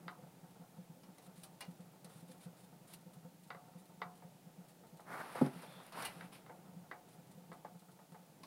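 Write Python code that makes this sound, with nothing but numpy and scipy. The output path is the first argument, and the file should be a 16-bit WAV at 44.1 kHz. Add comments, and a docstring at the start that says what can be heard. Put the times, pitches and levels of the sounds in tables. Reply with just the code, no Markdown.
"""Oil patters and drums softly in a plastic drain pan, over dull garage air and a thin high whine.
It runs off a loosened filter under a car: thick blobs make the pan floor boom, single drips tick on
its wall. A hand works at the filter, which clicks and rings its steel shell, and oily fingers slip.
After five seconds the arm brushes along the car's underside, bumps it once and squeaks faintly."""
import sys
import numpy as np
from scipy import signal
from scipy.fft import rfft, irfft, next_fast_len
from scipy.io import wavfile
from scipy.ndimage import map_coordinates

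SR = 44100
rng = np.random.default_rng(int(sys.argv[2]) if len(sys.argv) > 2 else 0)


def unload_audio(sound):
    """Save the sound as a 16-bit wav file, at the path given as the first command line argument."""
    columns = np.transpose(np.atleast_2d(sound))
    # keep every value between -1 and 1, then stretch to whole-number steps
    steps = np.round(np.clip(columns, -1, 1) * 32767)
    wavfile.write(sys.argv[1], SR, steps.astype(np.int16))


N = 373086

# Levels are relative. A mode is a note a thing rings at; t60 is the time it takes to fade by 60 dB.
AIR_SPECTRUM = [(20, -16), (50, -26), (85, -15.5), (125, 2), (180, 5.5), (220, -6), (280, -1.5),
                (400, -5.5), (520, -5), (620, -5), (860, -6.5), (1020, -13), (1700, -17.5), (6000, -22),
                (9500, -21), (15500, -23.5)]  # the garage air: f/Hz, level/dB
AIR_DRIFT = [(0, -61), (.85, -65), (1.6, -64), (2.4, -63.5), (3.1, -65.5), (3.4, -67.5), (3.7, -65.5),
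             (5, -64), (6.4, -61), (7.05, -64.5), (7.6, -62.5), (7.8, -72), (8.46, -62.5)]  # rise and fall of the air's dull part: t/s, level/dB
GARAGE_DECAY = [(150, 0.22), (400, .4), (800, 0.41), (2000, 0.12), (5500, 0.12), (12000, 0.048)]  # how long the garage echoes: f/Hz, t60/s
PAN_HUM_MODES = [(175.1, 18.5, -0.5), (557, 53, -28), (744, 8.6, -24), (906, 9.8, -12)]  # the pan under the thin stream: f/Hz, width/Hz, level/dB
# modes of the pan wall, in four groups from body to treble: f/Hz, width/Hz, level/dB
WALL_LOW_MODES = [(490, 173, 0.5), (715.6, 51, 5.5), (867, 60, 6)]
WALL_MID_MODES = [(1040, 200, -2.5), (1294, 265, 0.5), (1510, 100, -9.5)]
WALL_BRIGHT_MODES = [(1560, 320, -5.5), (1960, 94, 2), (2040, 170, -1), (2284, 26, -2.5)]
WALL_HIGH_MODES = [(2770, 420, -2), (3760, 140, 2.5), (4020, 32, 2), (4640, 340, -3)]
WALL_LINGERING_MODES = [(723, -19.5, 0.57), (1238, -21.5, 0.18)]  # wall modes that ring on: f/Hz, level/dB, t60/s
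BIG_BLOBS = [(0.057, -50), (.183, -51), (0.228, -50.5), (0.428, -53.5), (0.601, -49), (.781, -43),
             (0.894, -48), (.964, -53.5), (1.084, -49.5), (1.274, -53.5), (1.376, -51), (1.679, -43),
             (1.795, -48), (2.045, -50.5), (2.155, -48), (2.222, -50.5), (2.291, -48.5), (2.458, -45),
             (2.63, -53), (2.809, -54.5), (3.059, -50), (3.164, -49), (3.244, -45.5), (3.752, -45.5),
             (4.056, -50.5), (4.245, -50.5), (4.464, -50.5), (4.582, -47), (4.924, -50), (5.556, -46),
             (5.762, -51), (6.159, -49.5), (6.236, -49), (6.686, -52), (6.724, -49), (6.762, -46.5),
             (7.183, -50), (7.372, -47), (7.493, -49.5), (8.118, -50.5)]  # oil landing on the pan floor: t/s, level/dB
PAN_FLOOR_MODES = [(256, -22, 0.23), (512, -16.5, 0.16), (700, -29, 0.29), (872, -29, 0.17)]  # the floor's upper modes: f/Hz, level/dB, t60/s
WALL_DRIPS = [(0.0806, -34, 0, -3.5), (3.504, -35, 0.07, -2), (3.547, -43, 0.4, -4),
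              (4.0174, -30.5, 0.17, -3), (4.222, -53, 0.68, 0), (4.995, -49, 0.44, -4), (5.353, -43, 1, -8),
              (5.632, -49, 0.77, -10), (5.801, -49.5, 0.54, -7), (6.209, -40.5, 0, 3.5),
              (6.463, -50.5, 0, -1), (6.496, -45.5, 0.66, -1), (6.913, -35.5, 0.33, 3.5),
              (7.517, -42, 0.43, -5), (7.648, -43, 0.59, -4), (7.99, -55, .6, -6), (8.145, -50, .65, -1)]  # drips on the pan wall: t/s, level/dB, softness (0-1), brightness/dB
FILTER_CLICKS = [(1.033, -54, 3.5, -12, 0.028), (1.182, -47.5, -1, -27, .027),
                 (1.4333, -41, -12, -36, 0.089), (1.6063, -38, -1.5, -8.5, 0.064),
                 (2.045, -41.5, -7, -33, 0.035), (2.9354, -39.5, -24, -35, 0.058),
                 (5.323, -49, -15, -25, 0.069), (5.4132, -42, -16, -29, .03), (5.463, -37, -2.5, -30, 0.01),
                 (5.62, -46.5, -7, -20, 0.051), (5.865, -42, -19, -23, 0.015), (5.922, -48, 4, -9, 0.035),
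                 (6.0219, -37.5, 2, -14, .03), (6.0506, -31, -13, -11, 0.074), (8.433, -51, 9, -25, 0.038)]  # the filter catching: t/s, level/dB, body/dB, ring/dB, t60/s
EDGE_SPECTRUM = [(2500, -8.5), (4300, -5), (5500, -12), (6700, -14), (8300, -5.5), (9600, 3.5), (10500, -5),
                 (12000, -3.5), (13200, -14), (15500, -16)]  # a click's sharp part: f/Hz, level/dB
BODY_SPECTRUM = [(100, -45), (250, -8), (700, 5), (2100, -7), (3000, -9), (4600, -4.5), (5800, -8),
                 (9000, -26)]  # a click's lower part: f/Hz, level/dB
SHELL_MODES = [(2000, 19, 6), (2380, 28, 1), (2530, 13, -0.5), (2833, 59, -1.5), (3020, 35, -10),
               (3910, 41, -6), (4310, 78, -3), (4550, 24, -10)]  # the filter's steel shell: f/Hz, width/Hz, level/dB
FINGER_SLIPS = [(1.214, 0.053, -66), (1.35, 0.09, -64), (2.085, .13, -64), (2.273, 0.058, -64),
                (2.399, 0.043, -62), (2.56, 0.088, -68), (2.867, .08, -61.5), (3.13, .015, -66.5),
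                (3.775, .02, -64.5), (4.68, .025, -66), (7.078, 0.074, -68.5), (7.3, .02, -71)]  # fingers sliding on the filter: t/s, length/s, level/dB
OILY_SPECTRUM = [(590, -46), (1000, -2), (1300, -5), (1680, -6.5), (3330, -7.5), (3650, -3), (6260, -13),
                 (9470, -2), (12500, -12), (15500, -18.5)]  # oily slips and wet ticks: f/Hz, level/dB
ARM_STROKES = [(5.036, .17, 0.11, -46, -61), (5.193, 0.2, 0.026, -53.5, -61.5),
               (5.345, 0.044, .012, -46.5, -56), (5.395, 0.069, 0.025, -50.5, -56.5),
               (5.49, 0.15, 0.053, -60, -61), (5.64, 0.25, 0.033, -63, -66), (5.898, .13, 0.12, -45, -50.5),
               (6.043, 0.014, .008, -49, -48.5), (6.069, 0.18, .03, -62, -63),
               (6.312, 0.037, .02, -63, -58.5)]  # the arm brushing past: t/s, length/s, rise/s, rub/dB, hiss/dB
RUB_SPECTRUM = [(70, -43), (130, -11), (230, -10.5), (400, -11), (740, -5), (950, -5.5), (1300, -6.5),
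                (1700, -10.5), (2200, -15), (2800, -44), (4000, -36.5)]  # a stroke's dull part: f/Hz, level/dB
HISS_SPECTRUM = [(70, -27), (200, -5), (1500, -8), (2500, 3), (2950, -1), (4100, -3.5), (5300, -7),
                 (6600, -18.5), (8300, -11), (9650, -2.5), (10400, -7), (12000, -7), (13100, -16),
                 (15500, -23)]  # a stroke's bright part: f/Hz, level/dB
BUMP_HITS = [(5.4133, -17), (5.4251, -27.5), (5.4403, -29.5), (5.462, -31.5), (5.4771, -40)]  # the arm's blow and its rebounds: t/s, level/dB
PANEL_MODES = [(144, 0, 0.1), (247.5, 6, 0.055), (275, 0, 0.05), (385, -1.5, 0.062), (515, 10.5, 0.016),
               (731, -29, 0.25), (820, 2.5, 0.021), (1318, -15.5, 0.047)]  # a panel under the car: f/Hz, level/dB, t60/s
SQUEAK_LEVELS = [(5.62, -78), (5.7, -67), (5.8, -68), (5.87, -79)]  # skin dragging on metal: t/s, level/dB
SQUEAK_MODES = [(3500, 250, 0)]  # the squeak's pitch: f/Hz, width/Hz, level/dB


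def amp(db):
    """Turn decibels into a gain."""
    return 10 ** (np.asarray(db) / 20)


def unit(x):
    """Scale x to an average (rms) size of 1."""
    return x / np.sqrt(np.mean(x ** 2) + 1e-20)


def peak_one(x):
    """Scale x to a peak of 1."""
    return x / (np.abs(x).max() + 1e-20)


def along(points, hz):
    """Read a curve of (f/Hz, value) points at hz, on a log frequency axis."""
    f, values = np.transpose(points)
    return np.interp(np.log(hz + 1), np.log(f + 1), values)


def wobble(rate):
    """A smooth curve through rate random points a second."""
    return map_coordinates(rng.standard_normal(int(N * rate / SR) + 4), [np.arange(N) * rate / SR])


def filtered(x, response):
    """Multiply each frequency in x by response(hz)."""
    size = next_fast_len(len(x) + SR // 4)
    return irfft(rfft(x, size) * response(np.fft.rfftfreq(size, 1 / SR)), size)[:len(x)]


def band(x, low_hz, high_hz):
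    """Keep the part of x between two frequencies."""
    return signal.sosfilt(signal.butter(4, [low_hz, high_hz], "bandpass", fs=SR, output="sos"), x)


def colour(x, spectrum):
    """Shape x with a spectrum, at rms 1."""
    return unit(filtered(x, lambda hz: amp(along(spectrum, hz))))


def resonate(x, modes, low_hz, high_hz):
    """Let x shake modes within a band, at rms 1; neighbours swing opposite ways."""
    def response(f):
        return sum((-1) ** k * amp(db) * 1j * f * width / (hz * hz - f * f + 1j * f * width)
                   for k, (hz, width, db) in enumerate(modes))
    return unit(band(filtered(x, response), low_hz, high_hz))


def ring(modes, t, scatter_db):
    """Struck modes fade away; scatter_db varies their strengths at random."""
    return sum(amp(db + scatter_db * rng.normal() - 60 * t / t60) * np.sin(2 * np.pi * hz * t)
               for hz, db, t60 in modes)


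def add(track, start, x):
    """Mix x into track from start, in seconds."""
    part = track[max(round(start * SR), 0):][:len(x)]
    part += x[:len(part)]


def room(x, near_db, near_t60, far_db):
    """Add quick echoes between ground and car, and the garage's longer echo."""
    hz, t, noise = signal.stft(rng.standard_normal(SR // 2), SR, nperseg=256)
    far = signal.istft(noise * amp(-60 * t / along(GARAGE_DECAY, hz)[:, None]), SR, nperseg=256)[1]
    t = np.arange(len(far)) / SR
    near = rng.standard_normal(len(t)) * amp(-60 * t / near_t60)
    fade_in = 1 - np.exp(-(t / 0.00033) ** 2)
    echo = amp(near_db) * near / np.linalg.norm(near) + amp(far_db) * far / np.linalg.norm(far)
    return x + signal.fftconvolve(x, fade_in * echo)[:len(x)]


def stroke(start, length, rise, t60):
    """The gain of one sliding touch: it builds up, holds and dies away."""
    t = np.arange(N) / SR - start
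    build_up = np.sin(np.pi / 2 * np.clip(t / rise, 0, 1)) ** 2
    return build_up * amp(-60 * np.clip((t - length) / t60, 0, 2))


def friction(spectrum, grain_db, grain_rate):
    """Sliding makes noise in clumps of tiny slips."""
    return colour(rng.standard_normal(N) * amp(grain_db * wobble(grain_rate)), spectrum)


def garage_air(dull_below_hz=1800, whine_hz=15000):
    """Dull air drifts in level under an even hiss and a thin electronic whine."""
    t = np.arange(N) / SR
    air = amp(-64) * colour(rng.standard_normal(N), AIR_SPECTRUM)
    dull = filtered(air, lambda hz: 1 / (1 + (hz / dull_below_hz) ** 4))
    times, db = np.transpose(AIR_DRIFT)
    drift = amp(np.interp(t, times, np.minimum(db - np.median(db), 3)))
    whine = amp(-84) * np.sin(2 * np.pi * whine_hz * t)
    return air + (drift - 1) * dull + whine


def oil_stream(drops_per_s=130, ticks_per_s=22):
    """The thin stream's tiny drops keep the pan humming; some also patter."""
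    chance, size = rng.random(N), rng.standard_normal(N)
    drops = (chance < drops_per_s / SR) * size
    hum = resonate(drops, PAN_HUM_MODES, 93, 1400)
    ticks = (chance < ticks_per_s / SR) * np.tanh(size)
    wall = resonate(ticks, WALL_LOW_MODES + WALL_MID_MODES, 394, 1900)
    patter = unit(room(wall, near_db=8.5, near_t60=0.12, far_db=1.5))
    return amp(-65.5) * hum + amp(-73.5) * patter


def small_blobs(gap_s=0.13, level_db=-60.5):
    """Small blobs fall unevenly between the big ones: rows of t/s, level/dB."""
    edges = [start for start, _ in BIG_BLOBS] + [N / SR]
    chance = rng.standard_normal((len(edges), 8, 2))
    rows = []
    for start, end, draws in zip(edges, edges[1:], chance):
        steps = max(round((end - start) / gap_s), 1)
        times = np.linspace(start, end, steps + 1)[1:-1]
        rows += [(s + 0.015 * late, level_db + 0.5 * size) for s, (late, size) in zip(times, draws)]
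    return rows


def oil_blobs(lowest_hz=172.6, scatter_hz=4.3):
    """Thick oil lands softly, so the pan floor's lowest mode swells up and booms."""
    out, t = np.zeros(N), np.arange(SR // 3) / SR
    swell = 1 - np.exp(-(t / 0.0081) ** 2)
    for start, db in list(BIG_BLOBS) + small_blobs():
        hz = lowest_hz + scatter_hz * rng.normal()  # shifts with where the blob lands
        boom = ring([(hz, 0, 0.14)] + PAN_FLOOR_MODES, t, scatter_db=3.5)
        add(out, start - 0.002, amp(db) * peak_one(swell * boom))
    return out


def oil_drips():
    """Drips snap the pan wall and splash; hard ones sound higher, soft ones lower."""
    out, t = np.zeros(N), np.arange(SR // 2) / SR
    snap = signal.unit_impulse(len(t))
    low, mid, bright = (resonate(snap, modes, 198, 2020)
                        for modes in (WALL_LOW_MODES, WALL_MID_MODES, WALL_BRIGHT_MODES))
    high = resonate(snap, WALL_HIGH_MODES, 1400, 8400)
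    for start, db, softness, bright_db in WALL_DRIPS:
        body_db = -9 + 30.5 * softness
        treble_db = -10 - 12 * softness
        hit = peak_one(mid + amp(body_db) * low + amp(bright_db) * bright + amp(treble_db) * high)
        splash = room(hit, near_db=-3 + 12 * softness, near_t60=0.094, far_db=-5.5)
        weight = min(amp(0.5 * body_db), 1)  # a light drip rings the wall less
        linger = ring(WALL_LINGERING_MODES, t, scatter_db=1.5)
        add(out, start, amp(db) * (splash + weight * linger))
    return out


def oil_film(breaks_per_s=5):
    """The oil film breaks now and then in faint wet ticks."""
    breaks = (rng.random(N) < breaks_per_s / SR) * np.tanh(rng.standard_normal(N))
    ticks = room(breaks, near_db=27, near_t60=0.081, far_db=-12)
    return amp(-84) * colour(ticks, OILY_SPECTRUM)


def filter_clicks(rise_s=0.0008):
    """The filter catches and slips: a short gritty burst that rings its steel shell."""
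    out, t = np.zeros(N), np.arange(SR // 4) / SR
    attack = 1 - np.exp(-t / rise_s)
    for start, db, body_db, ring_db, t60 in FILTER_CLICKS:
        edge = colour(rng.standard_normal(len(t)), EDGE_SPECTRUM) * amp(-60 * t / t60)
        body = colour(rng.standard_normal(len(t)), BODY_SPECTRUM) * amp(-60 * t / (2 * t60))
        shell = resonate(rng.standard_normal(len(t)), SHELL_MODES, 1800, 4100) * amp(-60 * t / 0.15)
        burst = attack * (edge + amp(body_db - 0.5) * body + amp(ring_db + 6) * shell)
        add(out, start, amp(db - 9.5) * room(burst, near_db=-41, near_t60=0.076, far_db=-4.5))
    return out


def finger_slips():
    """Fingers slip on the oily filter in short, quiet rubs."""
    sliding = sum(amp(db) * stroke(start, length, rise=0.013, t60=0.11)
                  for start, length, db in FINGER_SLIPS)
    return amp(-3) * sliding * friction(OILY_SPECTRUM, grain_db=2, grain_rate=110)


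def arm_brush():
    """The arm rubs and hisses along the car's underside; each stroke fades as it slows."""
    strokes = np.array([stroke(start, length, rise, t60=0.23)
                        for start, length, rise, _, _ in ARM_STROKES])
    levels = amp(np.transpose(ARM_STROKES)[-2:])
    rub_gain, hiss_gain = np.sqrt(levels ** 2 @ strokes ** 2)  # overlapping strokes add in power
    rub = amp(-0.5) * rub_gain * friction(RUB_SPECTRUM, grain_db=1.5, grain_rate=160)
    hiss = amp(-2) * hiss_gain * friction(HISS_SPECTRUM, grain_db=1, grain_rate=590)
    flicker = amp(0.87 * wobble(41))
    return rub + hiss * flicker


def arm_bump():
    """A soft blow rebounds a few times on a damped panel that gives off no deep bass."""
    out, t = np.zeros(N), np.arange(SR // 2) / SR
    panel = ring(PANEL_MODES, t, scatter_db=0)
    attack = 1 - np.exp(-t / 0.0049)
    thud = peak_one(band(panel * attack, 148, 2300))
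    for start, db in BUMP_HITS:
        add(out, start, amp(db) * thud)
    return room(out, near_db=-39, near_t60=0.071, far_db=-20.5)


def skin_squeak():
    """Skin drags on metal with a faint, breathy squeak."""
    times, db = np.transpose(SQUEAK_LEVELS)
    drag = amp(np.interp(np.arange(N) / SR, times, db, left=-np.inf, right=-np.inf))
    return drag * resonate(rng.standard_normal(N), SQUEAK_MODES, 3000, 5700)


def scene():
    """Everything heard from under the car, in one channel."""
    oil = oil_blobs() + oil_stream() + oil_film() + oil_drips()
    work = filter_clicks() + arm_bump() + finger_slips() + arm_brush() + skin_squeak()
    return (oil + work + garage_air())[None]


def record(dry):
    """Cut away the very highest treble."""
    return np.array([filtered(channel, lambda hz: hz < 15830) for channel in dry])


dry = scene()
out = record(dry)
unload_audio(out)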